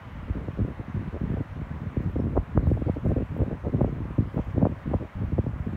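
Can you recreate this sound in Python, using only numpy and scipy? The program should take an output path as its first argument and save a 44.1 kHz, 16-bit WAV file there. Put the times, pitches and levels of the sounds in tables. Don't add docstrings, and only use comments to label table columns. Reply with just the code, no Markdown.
import sys
import numpy as np
from scipy import signal
from scipy.fft import rfft, irfft
from scipy.io import wavfile
from scipy.ndimage import uniform_filter1d

SR = 44100
rng = np.random.default_rng(int(sys.argv[2]) if len(sys.argv) > 2 else 0)


def to_wav(s):
    ch = np.atleast_2d(s).T
    pcm = np.round(np.clip(ch, -1, 1) * 32767)
    wavfile.write(sys.argv[1], SR, pcm.astype(np.int16))


N = 254016
TIME_S = np.arange(N) / SR


def undb(db):
    return 10 ** (np.asarray(db) / 20)


def unit_rms(x):
    return x / np.sqrt(np.mean(x ** 2))


def add(out, start_s, sound):
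    start = int(np.clip(start_s * SR, 0, N - 1))
    out[start:start + len(sound)] += sound[:N - start]


def colour(x, outline):
    freq_hz, gain_db = np.transpose(outline)
    bins_hz = np.maximum(np.fft.rfftfreq(2 * N, 1 / SR), 1)
    gain = undb(np.interp(np.log(bins_hz), np.log(freq_hz), gain_db))
    return irfft(rfft(x, 2 * N) * gain)[:N]


def wander(rate_hz):
    hold = int(SR / rate_hz)
    steps = np.repeat(rng.standard_normal(N // hold + 1), hold)[:N]
    return unit_rms(uniform_filter1d(uniform_filter1d(steps, hold), hold))


def eddy(pitch_hz, phase_turns, cycles, spread):
    crest_s = cycles / pitch_hz
    length = int(crest_s * np.exp(3 * spread) * SR)
    log_age = np.log(np.arange(1, length) / SR / crest_s)
    envelope = np.exp(-.5 * (log_age / spread) ** 2)
    return envelope * np.cos(2 * np.pi * (cycles * log_age + phase_turns)), crest_s


# freq_hz, gain_db
PORT_RESPONSE = [(20, -31.5), (32, -15.5), (50, -1.5), (80, 0.5), (130, 1), (190, -1), (240, 1), (360, -1),
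                 (560, 3), (800, 1.5), (1200, 3.5), (2200, -2), (5000, -32)]


def mic_port(pressure):
    return colour(pressure, PORT_RESPONSE)


def eddy_swarm(strength, centre_hz, rate_per_s, range_oct, cycles, spread, scatter_db, window_s):
    pressure = np.zeros(N)
    for when, phase_turns, detune, weakness in rng.random((int(rate_per_s * N / SR), 4)):
        at = int(when * N)
        pitch_hz = centre_hz[at] * 2 ** (range_oct * (2 * detune - 1))
        kick, crest_s = eddy(pitch_hz, phase_turns, cycles, spread)
        add(pressure, at / SR - crest_s, kick * undb(-scatter_db * weakness))
    swarm = mic_port(pressure)
    window = int(window_s * SR)
    power = uniform_filter1d(uniform_filter1d(swarm ** 2, window), window) + 1e-9
    return swarm / np.sqrt(power) * strength


def gust_power(start_s, length_s, level_db, release_s, attack_s=.008):
    rise = np.clip((TIME_S - start_s) / attack_s + 1, 0, 1)
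    fall = np.exp(-np.clip((TIME_S - start_s - length_s) / release_s, 0, 20))
    return (undb(level_db) * rise * fall) ** 2


# time_s, large_eddy_db
BREEZE_LEVELS = [(0, -45), (.2, -38.5), (.85, -45), (2.5, -40), (5.0, -42.5), (5.11, -57.5), (5.2, -37.5),
                 (5.76, -44)]
# start_s, length_s, large_eddy_db, small_eddy_db, small_eddy_hz
MIC_GUSTS = [(0.056, 0.022, -35.5, -40, 167), (0.284, 0.027, -39.5, -34, 277),
             (0.363, 0.085, -36.0, -39, 250), (0.478, 0.03, -33, -48, 300), (0.578, 0.085, -34, -34, 228),
             (0.679, 0.045, -38, -37, 215), (0.789, 0.025, -41, -44, 270), (0.877, 0.031, -36, -43, 174),
             (0.948, 0.03, -31.5, -39, 220), (0.998, 0.092, -34.5, -36.5, 237),
             (1.131, 0.042, -37.5, -36, 270), (1.222, 0.052, -33.5, -37, 192),
             (1.293, 0.046, -34, -41.5, 280), (1.369, 0.04, -30.5, -40, 280), (1.505, 0.035, -34, -44, 190),
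             (1.563, 0.067, -35.5, -37, 167.6), (1.708, 0.057, -34, -39, 218),
             (1.808, 0.068, -35, -39.5, 282), (1.917, 0.028, -40, -34.5, 250),
             (1.992, 0.12, -37, -42.5, 249), (2.06, 0.022, -30.5, -32, 167),
             (2.139, 0.11, -29.5, -40.5, 216), (2.243, 0.115, -30.5, -33, 235),
             (2.362, 0.016, -33, -32.5, 520), (2.381, 0.03, -30, -45, 300), (2.548, 0.05, -28.5, -35, 190),
             (2.594, 0.055, -33.5, -35, 280), (2.656, 0.105, -26.5, -35, 200),
             (2.776, 0.038, -33, -45.5, 380), (2.864, 0.03, -31, -30.5, 323), (2.913, 0.03, -31, -47, 167),
             (2.968, 0.014, -33, -29.5, 260), (3.024, 0.02, -43, -33, 198),
             (3.066, 0.066, -23.5, -33.5, 309), (3.169, 0.018, -31, -31, 328),
             (3.199, 0.028, -28.5, -34, 193), (3.307, 0.051, -30, -37, 218),
             (3.381, 0.055, -28, -30.5, 290), (3.465, 0.088, -36, -32, 257),
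             (3.643, 0.057, -31.5, -35, 357), (3.727, 0.07, -30, -30.5, 231), (3.77, 0.11, -34, -36, 311),
             (3.895, 0.059, -37.5, -41, 216), (3.97, 0.092, -33, -36.5, 225),
             (4.083, 0.031, -45.5, -36.5, 192), (4.185, 0.04, -29.5, -41, 215),
             (4.219, 0.065, -33.5, -37.5, 193), (4.343, 0.037, -45, -32.5, 215),
             (4.364, 0.035, -33.5, -34.5, 413), (4.467, 0.06, -34, -45.5, 311),
             (4.546, 0.061, -25.0, -30.5, 275), (4.618, 0.055, -31.5, -30.5, 350),
             (4.696, 0.032, -33.5, -39.5, 285), (4.862, 0.072, -29, -34.5, 296),
             (4.926, 0.045, -32.5, -44, 477), (5.005, 0.047, -36.5, -31.5, 266),
             (5.16, 0.024, -28.5, -36, 250), (5.197, 0.051, -29.5, -39.5, 222),
             (5.263, 0.11, -36.5, -43, 171), (5.392, 0.032, -39, -43, 172), (5.47, 0.032, -29.5, -34, 171),
             (5.538, 0.031, -35, -45.5, 247), (5.667, 0.086, -36.5, -39, 210)]


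def buffeting(breeze_small_db=-12.5, breeze_small_hz=247, pitch_exponent=.12, puff_db=2.5):
    large_power = undb(np.interp(TIME_S, *np.transpose(BREEZE_LEVELS))) ** 2
    small_power = large_power * undb(breeze_small_db) ** 2
    weighted_pitch = small_power * breeze_small_hz
    for start_s, length_s, large_db, small_db, small_hz in MIC_GUSTS:
        large_power += gust_power(start_s, length_s, large_db, release_s=.011)
        small_gust = gust_power(start_s, length_s, small_db, release_s=.0055)
        small_power += small_gust
        weighted_pitch += small_gust * small_hz
    large_strength = np.sqrt(large_power)
    rumble_hz = 112 * np.clip(unit_rms(large_strength), .3, 2) ** pitch_exponent
    flutter_hz = weighted_pitch / small_power
    rumble = eddy_swarm(large_strength, rumble_hz, rate_per_s=140, range_oct=.89,
                        cycles=1.77, spread=.29, scatter_db=5, window_s=.016)
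    flutter = eddy_swarm(np.sqrt(small_power), flutter_hz, rate_per_s=240, range_oct=.57,
                         cycles=1.71, spread=.3, scatter_db=5.5, window_s=.03)
    puffs = undb(puff_db * wander(rate_hz=55))
    return (rumble * undb(.78) + flutter * undb(-.5)) * puffs


# freq_hz, relative_db
RUSH_SPECTRUM = [(40, -6.5), (150, 3), (350, -9.5), (550, 0.5), (780, -2), (980, 0), (1400, -4),
                 (2000, -7.5), (3000, -17.5), (4800, -32), (6000, -33), (8000, -37.5), (11000, -40.5),
                 (15500, -40.5)]
# time_s, gain_db
RUSH_SWELL = [(0, 1.8), (.75, 0.4), (1.0, 1.2), (1.9, .6), (2.4, -1.2), (2.95, -0.1), (3.4, -0.3),
              (3.9, -0.5), (4.15, 0), (4.7, -.3), (4.95, 1), (5.45, -.9), (5.76, 0)]
# freq_hz, share
RUSH_SWELL_SHARE = [(500, 0.11), (1800, 1), (3800, 0.92), (6000, 0)]


def pine_rush(level_db=-48, waver_db=.9):
    edges_hz = np.geomspace(30, 20000, 31)
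    bins_hz = np.fft.rfftfreq(N, 1 / SR)
    noise_spectrum = rfft(rng.standard_normal(N))
    swell_db = np.interp(TIME_S, *np.transpose(RUSH_SWELL))
    rush = np.zeros(N)
    for low_hz, high_hz in zip(edges_hz, edges_hz[1:]):
        band = irfft(noise_spectrum * ((bins_hz >= low_hz) & (bins_hz < high_hz)), N)
        share = np.interp(low_hz, *np.transpose(RUSH_SWELL_SHARE))
        rush += band * undb(share * swell_db + waver_db * wander(rate_hz=20))
    return unit_rms(colour(rush, RUSH_SPECTRUM)) * undb(level_db)


# time_s, kick_db, pitch_hz, wake_db, forerunner_re_kick_db
STRONG_EDDIES = [(0.304, -28, 152.5, -16.5, -20), (0.357, -26, 248, -33.5, -10),
                 (0.372, -24, 219, -24.5, -7.5), (0.486, -23.5, 334, -24.5, -15),
                 (0.593, -24.5, 278, -22.5, -5.5), (0.62, -24, 166.5, -14.5, -21),
                 (0.687, -25, 280, -32.5, -5), (0.797, -32, 290, -31, -9), (0.97, -27, 229, -28, -8),
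                 (1.174, -34, 380, -35, -8), (1.217, -20, 190, -34, -10), (1.242, -22.5, 187, -22.5, -4.5),
                 (1.304, -27, 260, -21.5, -3), (1.343, -19.5, 220, -23.5, -7.5),
                 (1.373, -26.5, 392, -33, -15), (1.382, -33, 422, -31.5, -4),
                 (1.41, -22.5, 268, -27.5, -15.5), (1.619, -26, 247, -23.5, -14),
                 (1.87, -22.5, 150, -30, -19), (1.972, -17, 260, -15.5, -18.5),
                 (2.007, -21.5, 215, -34, -9.5), (2.166, -16, 256, -24, -6.5), (2.202, -17.5, 275, -25, -5),
                 (2.377, -11, 365, -12, -15), (2.381, -11.5, 163, -16.5, -19), (2.5762, -20, 898, -14, -21),
                 (2.58, -9.5, 134.6, -11, -20.5), (2.63, -25, 249, -22, -8.5),
                 (2.672, -27.5, 580, -31, -14), (2.676, -15.5, 148, -18.5, -21),
                 (2.704, -26.5, 299, -17.5, -13.5), (2.718, -13, 287, -15, -17.5),
                 (2.776, -25, 440, -24, -8), (2.823, -19, 270, -29, -14), (2.867, -21.5, 199.5, -24, -14),
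                 (2.878, -21.5, 229, -22.5, -4), (2.897, -19.5, 402, -15.5, -3.5),
                 (2.97, -23.5, 361, -25.5, -12), (3.054, -22.5, 282, -18.5, -12.5),
                 (3.065, -21, 396, -20.5, -5.5), (3.109, -24.5, 396, -25, -10),
                 (3.119, -19.5, 354, -18, -7), (3.167, -14.5, 288, -12, -16), (3.208, -24, 322, -23.5, -4),
                 (3.226, -22.5, 279, -26, -5.5), (3.367, -25.5, 394, -29, -20),
                 (3.405, -16.5, 171, -29.5, -20), (3.42, -19.5, 192, -24.5, -8),
                 (3.482, -25, 298, -26.5, -8), (3.515, -23, 343, -31.5, -9), (3.532, -22, 333, -23.5, -11),
                 (3.671, -24, 402, -32, -18), (3.674, -17.5, 127.2, -17, -20),
                 (3.747, -20, 319, -13.5, -4.5), (3.815, -15, 452, -11.5, -4.5),
                 (3.831, -22.5, 151.4, -17, -20), (3.847, -17, 429, -19.5, -19),
                 (3.894, -25.5, 266, -30, -13), (3.929, -23.5, 220, -32.5, -14),
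                 (4.189, -15, 239, -14.5, -5), (4.368, -20.5, 222, -32.5, -6), (4.38, -23, 527, -30, -9),
                 (4.396, -24, 192, -20, -3.5), (4.582, -15, 316, -28, -15), (4.618, -22, 427, -20.5, -17),
                 (4.629, -12.5, 367, -24, -9.5), (4.632, -10.5, 248, -19.5, -12),
                 (4.655, -13.5, 524, -19, -20), (4.67, -16, 398, -31.5, -6.5),
                 (4.942, -14.5, 452, -16.5, -6.5), (4.951, -16.5, 180, -18.5, -4),
                 (5.238, -24.5, 229, -23.5, -10.5), (5.331, -23, 222, -20, -2), (5.384, -21, 438, -26, -21),
                 (5.391, -13.5, 309, -13, -14), (5.444, -28.5, 219, -33.5, -14),
                 (5.467, -23, 350, -19, -18), (5.606, -25, 126, -26.5, -21), (5.674, -20.5, 210, -39, -4),
                 (5.736, -23.5, 200, -30, -10.5)]


def slaps(mean_lead_s=.006016):
    pressure = np.zeros(N)
    for time_s, kick_db, pitch_hz, wake_db, forerunner_re_kick_db in STRONG_EDDIES:
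        kick_turns, wake_turns, forerunner_turns, jitter = rng.random(4)
        lead_s = mean_lead_s * (.7 + .6 * jitter)
        forerunner, crest_s = eddy(min(pitch_hz * 1.2, 560), forerunner_turns, cycles=1.8, spread=.3)
        add(pressure, time_s - crest_s - lead_s, forerunner * undb(kick_db + forerunner_re_kick_db))
        kick, crest_s = eddy(pitch_hz, kick_turns, cycles=1.4, spread=.44)
        add(pressure, time_s - crest_s, kick * undb(kick_db))
        wake, _ = eddy(max(pitch_hz / 2.6, 72), wake_turns, cycles=1.2, spread=.4)
        add(pressure, time_s - crest_s, wake * undb(wake_db))
    return mic_port(pressure)


# start_s, level_db, centre_hz, half_width_ratio, hold_s, decay_s
SCUFFS_AND_PEEP = [(2.016, -76, 13500, .15, .005, .018), (2.017, -78, 6300, .3, .01, .03),
                   (2.08, -79, 12900, .17, .04, .02), (2.18, -75, 5340, .015, .025, .012),
                   (2.62, -73, 3700, .25, .09, .04), (2.67, -66, 13300, .1, .003, .007),
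                   (2.682, -73, 8500, .65, .05, .045), (2.84, -74, 3700, 0.32, 0.11, .03),
                   (2.892, -69.5, 13600, .17, .003, .004), (2.915, -78, 8000, .5, .03, .015),
                   (3.043, -70.5, 9000, .65, .015, .012), (3.064, -73, 7000, .7, .042, .02),
                   (3.371, -67, 12800, .2, .005, .005), (3.818, -74.5, 13000, .2, .005, .012),
                   (4.33, -77, 13500, .2, .045, .025), (4.38, -76, 4300, .5, 0.13, .03),
                   (4.44, -75, 13300, .15, .003, .008), (4.937, -69, 9400, .07, .005, .005),
                   (5.25, -75, 12500, .1, .004, .006), (5.725, -76, 13300, .15, .003, .006)]


def scuffs_and_peep(grain_db=4, rise_s=.003):
    out = np.zeros(N)
    age_s = TIME_S[:SR // 2]
    for start_s, level_db, centre_hz, half_width, hold_s, decay_s in SCUFFS_AND_PEEP:
        grain = undb(grain_db * wander(rate_hz=600))[:len(age_s)]
        envelope = (1 - np.exp(-age_s / rise_s)) * np.exp(-np.maximum(age_s - hold_s, 0) / decay_s)
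        edges_hz = [centre_hz / (1 + half_width), centre_hz * (1 + half_width)]
        bandpass = signal.butter(2, edges_hz, "band", fs=SR, output="sos")
        burst = signal.sosfilt(bandpass, grain * envelope * rng.standard_normal(len(age_s)))
        add(out, start_s, unit_rms(burst) / unit_rms(envelope).max() * undb(level_db))
    return out


def scene():
    return (buffeting() + slaps() + pine_rush() + scuffs_and_peep())[None]


def record(dry, cutoff_hz=15700):
    return signal.sosfilt(signal.ellip(10, .1, 80, cutoff_hz, fs=SR, output="sos"), dry)


dry = scene()
out = record(dry)
to_wav(out)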